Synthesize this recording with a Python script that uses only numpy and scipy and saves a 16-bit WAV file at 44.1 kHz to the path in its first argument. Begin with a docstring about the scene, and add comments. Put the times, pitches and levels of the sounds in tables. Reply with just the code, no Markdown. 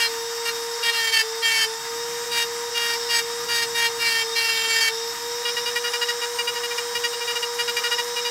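"""A stone-cutting disc bites at once: an angle grinder carves granite in a workshop, heard close by in mono.
In each touch the disc's high spot knocks once a turn and rings the disc, and grit scrapes.
Long strokes make the speed sag; a run of quick dabs follows.
Throughout, the shaft hums, motor tones sing, fan air hisses and rings its vents, and the hall rumbles."""
import sys
import numpy as np
from scipy import signal
from scipy.fft import rfft, irfft
from scipy.io import wavfile

SR = 44100
rng = np.random.default_rng(int(sys.argv[2]) if len(sys.argv) > 2 else 0)


def inscribe(sig):
    """Save sig as 16-bit PCM at rate SR to the path in sys.argv[1].

    A 1-D sig is mono; a 2-D sig holds one channel per row.
    Samples are clipped to [-1, 1] before scaling.
    """
    pcm = np.round(np.clip(np.atleast_2d(sig).T, -1, 1) * 32767)
    wavfile.write(sys.argv[1], SR, pcm.astype(np.int16))


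N = 366030
TIME = np.arange(N) / SR
FREQ = np.maximum(np.arange(N // 2 + 1) * SR / N, 1)
MODERATE_DB = -25  # force at which the disc modes have their listed strength


def undb(db):
    """Decibels to gain."""
    return 10 ** (np.asarray(db) / 20)


def unit(x):
    """Scale to rms 1."""
    return x / np.sqrt(np.mean(x ** 2))


def curve(table):
    """Second column of a timed table, interpolated at every sample."""
    t_s, value = np.transpose(table)
    return np.interp(TIME, t_s, value)


def walk(rate_hz):
    """Smooth random curve of rms 1 that changes about rate_hz times a second."""
    steps = rng.standard_normal(N // 8)
    return unit(np.interp(TIME * rate_hz * 2, np.arange(len(steps)), steps))


def colour(x, points):
    """Shape x by a spectrum of (f/Hz, level/dB) points, log-interpolated in f; rms 1."""
    hz, db = np.transpose(points)
    gain = undb(np.interp(np.log(FREQ), np.log(hz), db))
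    return unit(irfft(rfft(x) * gain, N))


def ring(x, modes):
    """Each resonance driven by x; neighbouring modes swing in opposite senses."""
    drive = rfft(x)
    sounds = []
    for k, (hz, width_hz, db, *_) in enumerate(modes):
        detuning = (FREQ / hz - hz / FREQ) * hz / width_hz
        sounds.append((-1) ** k * undb(db) * irfft(drive / (1 + 1j * detuning), N))
    return sounds


def touch(start_s, end_s, bite_s, lift_s):
    """One contact, 0-1: the disc bites in, holds and lifts off."""
    return np.clip(.5 + np.minimum((TIME - start_s) / bite_s, (end_s - TIME) / lift_s), 0, 1)


def chipping(start_s, extra=0.27, chip_s=0.0026):
    """The first bite chips off more stone than the rest of the touch."""
    return 1 + extra * np.maximum(1 - np.abs(TIME - start_s - chip_s) / (2 * chip_s), 0)


# long strokes: start t/s, end t/s, full force/dB, how much lighter it begins/dB (negative = harder),
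# speed cost if held/Hz
STROKES = [(0.0, 0.074, -27, -2.5, 25.5), (0.455, 0.503, -28, 1.0, 9.5), (0.832, 0.912, -25.5, 2.5, 15),
           (0.927, 1.112, -26.5, 5.5, 26.5), (1.124, 1.225, -23.5, 0.5, 44),
           (1.425, 1.655, -24.0, 6.5, 36.6), (2.315, 2.441, -24.5, 7, 15.7), (2.746, 2.952, -27, 3.5, 13.1),
           (3.095, 3.205, -23, 7.0, 20.3), (3.487, 3.647, -25, 3, 17.7), (3.747, 3.88, -23.5, 6.5, 14),
           (3.996, 4.232, -26.0, 4, 25.6), (4.357, 4.672, -27.5, -1, 22.2), (4.685, 4.802, -25.5, 1, 20.3),
           (4.808, 4.896, -23.5, 0.5, 34.5)]


def strokes(bite_s=.014, lift_s=0.027, tilt_db_per_octave=-.5, tremor_db=0.23, lean_in_s=0.039):
    """Force, grit, knock tilt and braking (Hz) as the hand leans in and the stone brakes the disc."""
    force, grit, tilt, braking_hz = np.zeros((4, N))
    hand = undb(tremor_db * walk(9))
    for start_s, end_s, db, lighter_db, cost_hz in STROKES:
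        on = touch(start_s, end_s, bite_s, lift_s)
        lean_db = lighter_db * np.exp(-np.maximum(TIME - start_s, 0) / lean_in_s)
        push = on * hand * undb(db - lean_db)
        force += push
        grit += push * chipping(start_s)
        tilt += on * tilt_db_per_octave
        braking_hz += on * cost_hz
    return force, grit, tilt, braking_hz


# quick dabs: start t/s, length/s, force/dB
DABS = [(5.453, 0.051, -28), (5.567, .033, -27.5), (5.66, 0.039, -28), (5.757, 0.032, -26.5),
        (5.842, 0.051, -28), (5.934, .032, -26), (6.015, 0.027, -25.5), (6.086, 0.03, -24),
        (6.216, .036, -28.5), (6.388, 0.025, -27.5), (6.475, 0.026, -28), (6.554, 0.031, -29.5),
        (6.634, .027, -27), (6.708, 0.02, -29), (6.781, .016, -24.5), (6.95, 0.028, -26.5),
        (7.039, .029, -26.5), (7.132, 0.016, -31.5), (7.208, .027, -29.5), (7.276, .047, -29),
        (7.356, 0.025, -28.5), (7.427, 0.017, -26), (7.589, .034, -25.5), (7.68, 0.027, -25.5),
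        (7.767, .031, -25.5), (7.839, 0.038, -25), (7.913, 0.032, -25), (7.983, 0.023, -25),
        (8.163, .036, -28.5), (8.251, .034, -29)]


def dabs(bite_s=0.0068, lift_s=.022, tilt_db_per_octave=-2.0, grit_db=-4.0):
    """Force, grit and knock tilt of touches too short to slow the disc; duller, with less grit."""
    force, grit, tilt = np.zeros((3, N))
    for start_s, length_s, db in DABS:
        on = touch(start_s, start_s + length_s, bite_s, lift_s)
        force += on * undb(db)
        grit += on * undb(db + grit_db) * chipping(start_s)
        tilt += on * tilt_db_per_octave
    return force, grit, tilt


# unbraked spindle speed: t/s, turns a second f/Hz
FREE_SPEED = [(0, 466.5), (0.6, 467.1), (1.9, 473.3), (2.25, 474.1), (3.4, 475.6), (4.5, 471.4),
              (5.4, 477.5), (6.8, 476.3), (7.25, 475), (7.7, 476), (8.3, 479)]


def spindle(braking_hz, waver_hz=.4, lag_s=.21):
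    """Turns a second: speed sags under load and climbs back, both slowed by rotor inertia."""
    keep = np.exp(-1 / (lag_s * SR))
    sag_hz = signal.lfilter([1 - keep], [1, -keep], braking_hz)
    return curve(FREE_SPEED) - sag_hz + waver_hz * walk(8)


def knocks(angle, tilt, jitter_rad=0.05, wander_db=2.5, pivot_order=6, count=32):
    """One knock a turn, slightly early or late; overtones tilt by kind of touch, duller in dabs, and wander."""
    struck = angle + jitter_rad * walk(115)
    out = 0
    for k in range(1, count + 1):
        octaves = min(np.log2(k / pivot_order), 1)  # tilt levels off an octave above the pivot
        db = tilt * octaves + wander_db * walk(9)  # the contact point travels
        out = out + undb(db) * np.sqrt(2) * np.cos(k * struck)
    return out


# modes of disc and gear head: f/Hz, width/Hz, level/dB, extra dB per dB of force (negative = damped by pressing)
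DISC = [(933, 99, -13.5, -0.2), (1411, 64, -7.5, -.1), (1780, 250, -3, 0.8), (2247, 186, 0, 0),
        (2836, 175, -0.5, -0.4), (3189, 92, 1, 0), (3734, 127, -7.5, -0.3), (4160, 21, 1.5, -3),
        (4480, 200, -7, 2.4), (4820, 210, 0, 0), (5093, 110, -1, 0.5), (5190, 200, -4, 3),
        (6580, 134, -9, 2.5), (7275, 43, -5.5, -0.5), (7920, 78, -9.5, 2.5)]
# stone grit spectrum: f/Hz, relative level/dB
GRIT = [(600, -4), (1000, -1.5), (1600, 14.5), (2600, 7.5), (4000, 4), (5200, 14), (7000, 0.5), (9500, 6),
        (13500, 0), (15500, -2.5)]


def grinding(angle, speed_hz, force, grit, tilt, knock_db=-2.2, chatter_db=1.3, scrape_db=-16,
             tick_db=-21, grit_db=-4, grain_db=2.0, focus=0.13):
    """Knocks and scraping ring the disc; stone grains break off in a burst every turn and the edge ticks."""
    blows = knocks(angle, tilt)
    bursts = np.exp(focus * np.cos(angle)) * undb(grain_db * walk(2500))
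    grains = unit(rng.standard_normal(N) * bursts)
    # scrape_db is the noise lying between two overtones of the knock
    scrape = undb(scrape_db) * grains * np.sqrt(SR / 2 / np.mean(speed_hz))
    modes = ring(undb(knock_db) * blows + scrape, DISC)
    # a light touch rings the free rim; pressing damps it and brings out other modes
    load = force / undb(MODERATE_DB)
    pressed = [mode * load ** max(1 + extra, .4) for mode, (*_, extra) in zip(modes, DISC)]
    disc = undb(MODERATE_DB) * sum(pressed)
    stone = undb(grit_db) * grit * colour(grains + undb(tick_db) * blows, GRIT)
    return (disc + stone) * undb(chatter_db * walk(47.3))


# tool turned in the hand, hum and whistle fade: t/s, half length/s, fade/dB
TURNS = [(1.81, 0.064, 9.5), (5.171, 0.052, 11)]


def turned_away():
    """Decibels lost while the tool is being turned."""
    return sum(db * np.exp(-((TIME - t_s) / half_s) ** 2) for t_s, half_s, db in TURNS)


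def dips(dips_per_s=1.2, dab_share=.5, lead_s=0.0039, dip_s=0.0085):
    """Brief dips of the hum, 0-1: often just as a dab lands, others at random times."""
    landings_s = np.array(DABS)[:, 0] - lead_s
    at_dabs_s = landings_s[rng.random(len(landings_s)) < dab_share]
    others_s = (np.arange(32) + rng.random(32)) / dips_per_s
    moments_s = [*at_dabs_s, *others_s[others_s < TIME[-1]]]
    nearest_s = np.min([np.abs(TIME - t_s) for t_s in moments_s], axis=0)
    return np.exp(-(nearest_s / dip_s) ** 2)


def hum(angle, braking_hz, free_db=-32.5, damping_db=10, heavy_hz=40.4, damping_power=1.14, depth=0.91):
    """Unbalance shakes the tool once a turn; the harder the stone holds the disc, the more it damps this."""
    db = free_db - damping_db * (braking_hz / heavy_hz) ** damping_power - turned_away()
    return undb(db) * (1 - depth * dips()) * unit(np.sin(angle))


# gear and bearing tones (odd fractions = bearings): multiple of shaft speed, level/dB
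MOTOR = [(2, -41), (3, -62.5), (4, -51), (5, -57.5), (6, -53), (8, -44.5), (10, -46.5), (10.7, -46.5),
         (11, -68), (11.25, -44), (11.75, -46), (12.77, -45.5), (14, -51.5), (15, -52.5), (16, -50.5),
         (16.6, -63.5), (17, -48.5)]


def motor(angle, waver_db=2, slip_rad=.06):
    """Gear and bearing tones; slight slip blurs the higher ones most."""
    out = 0
    for multiple, db in MOTOR:
        phase = multiple * (angle + slip_rad * walk(30))
        out = out + undb(db + waver_db * walk(25)) * np.sqrt(2) * np.sin(phase)
    return out


# fan air spectrum: f/Hz, relative level/dB
FAN_RUSH = [(560, -61), (640, -7), (760, -2.5), (1150, 3), (1500, 0.5), (1800, 3.5), (2050, -2), (2650, -7),
            (3200, -4.5), (4200, -6), (7700, -5), (10300, -18.5), (13000, -15), (15500, -19.5)]
# air vent resonances: f/Hz, width/Hz, relative level/dB
VENT_MODES = [(3705, 82, 0), (5240, 150, 3), (5770, 110, 0), (5580, 220, -15)]


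def fan(angle, speed_hz, rush_db, whistle_db, chop=0.28, speed_power=2.7, turn_share=0.72, drift_db=2.34):
    """Cooling air, chopped by the rotor and stronger at speed, rings vents that flutter independently."""
    flow = (speed_hz / np.mean(speed_hz)) ** speed_power
    blades = 1 + chop * np.cos(angle)
    rush = colour(rng.standard_normal(N) * blades, FAN_RUSH) * undb(rush_db + 0.67 * walk(14))
    modes = ring(rng.standard_normal(N) * blades, VENT_MODES)
    vents = unit(sum(mode * undb(1.7 * walk(11)) for mode in modes))
    vents_db = whistle_db + drift_db * walk(1.39) - turn_share * turned_away()
    return flow * (rush + vents * undb(vents_db))


def sizzle(angle, level_db=-46.0, first_order=18, count=15, flicker_db=5, slip_rad=.07):
    """Faint high tones at whole multiples of the shaft speed, flickering in the hiss."""
    tones = 0
    for k in range(first_order, first_order + count):
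        tones = tones + undb(flicker_db * walk(11)) * np.sin(k * (angle + slip_rad * walk(45)))
    return undb(level_db) * colour(tones, FAN_RUSH)


def reflections(x, wet_db, t60_s):
    """Stacked slabs and walls send back a short diffuse echo: decaying noise after a 4 ms gap."""
    t = TIME[:SR // 2]
    tail = rng.standard_normal(len(t)) * np.exp(-np.log(1000) * t / t60_s) * (t > .004)
    return x + undb(wet_db) * signal.fftconvolve(x, tail / np.linalg.norm(tail))[:N]


# hall rumble spectrum: f/Hz, relative level/dB
WORKSHOP = [(20, -14), (60, -10.5), (130, -3.5), (200, -6), (340, -2.5), (400, -12), (560, -18),
            (2000, -19)]
# hall rumble course: t/s, level/dB
HALL = [(0, -48.5), (1.2, -55.5), (2.2, -49.5), (4, -48), (6.3, -52.5), (8.3, -51.5)]


def workshop():
    """Low rumble of the hall: coloured noise of wavering level."""
    return colour(rng.standard_normal(N), WORKSHOP) * undb(curve(HALL) + 1.7 * walk(4.5))


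def scene():
    """Contact brakes the spindle, every tool part follows; the vents face away, so their air has more echo."""
    stroke_force, stroke_grit, stroke_tilt, braking_hz = strokes()
    dab_force, dab_grit, dab_tilt = dabs()
    speed_hz = spindle(braking_hz)
    angle = 2 * np.pi * np.cumsum(speed_hz) / SR
    disc = grinding(angle, speed_hz, stroke_force + dab_force, stroke_grit + dab_grit, stroke_tilt + dab_tilt)
    cutting = reflections(disc, wet_db=-17, t60_s=.09)
    air = reflections(fan(angle, speed_hz, rush_db=-35.5, whistle_db=-38), wet_db=-6, t60_s=0.064)
    mono = cutting + hum(angle, braking_hz) + motor(angle) + air + sizzle(angle) + workshop()
    return np.array([mono, mono])


def record(dry, top_hz=15700):
    """The phone cuts the top: steep elliptic low-pass."""
    return signal.sosfilt(signal.ellip(10, .2, 80, top_hz, fs=SR, output="sos"), dry)


dry = scene()
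out = record(dry)
inscribe(out)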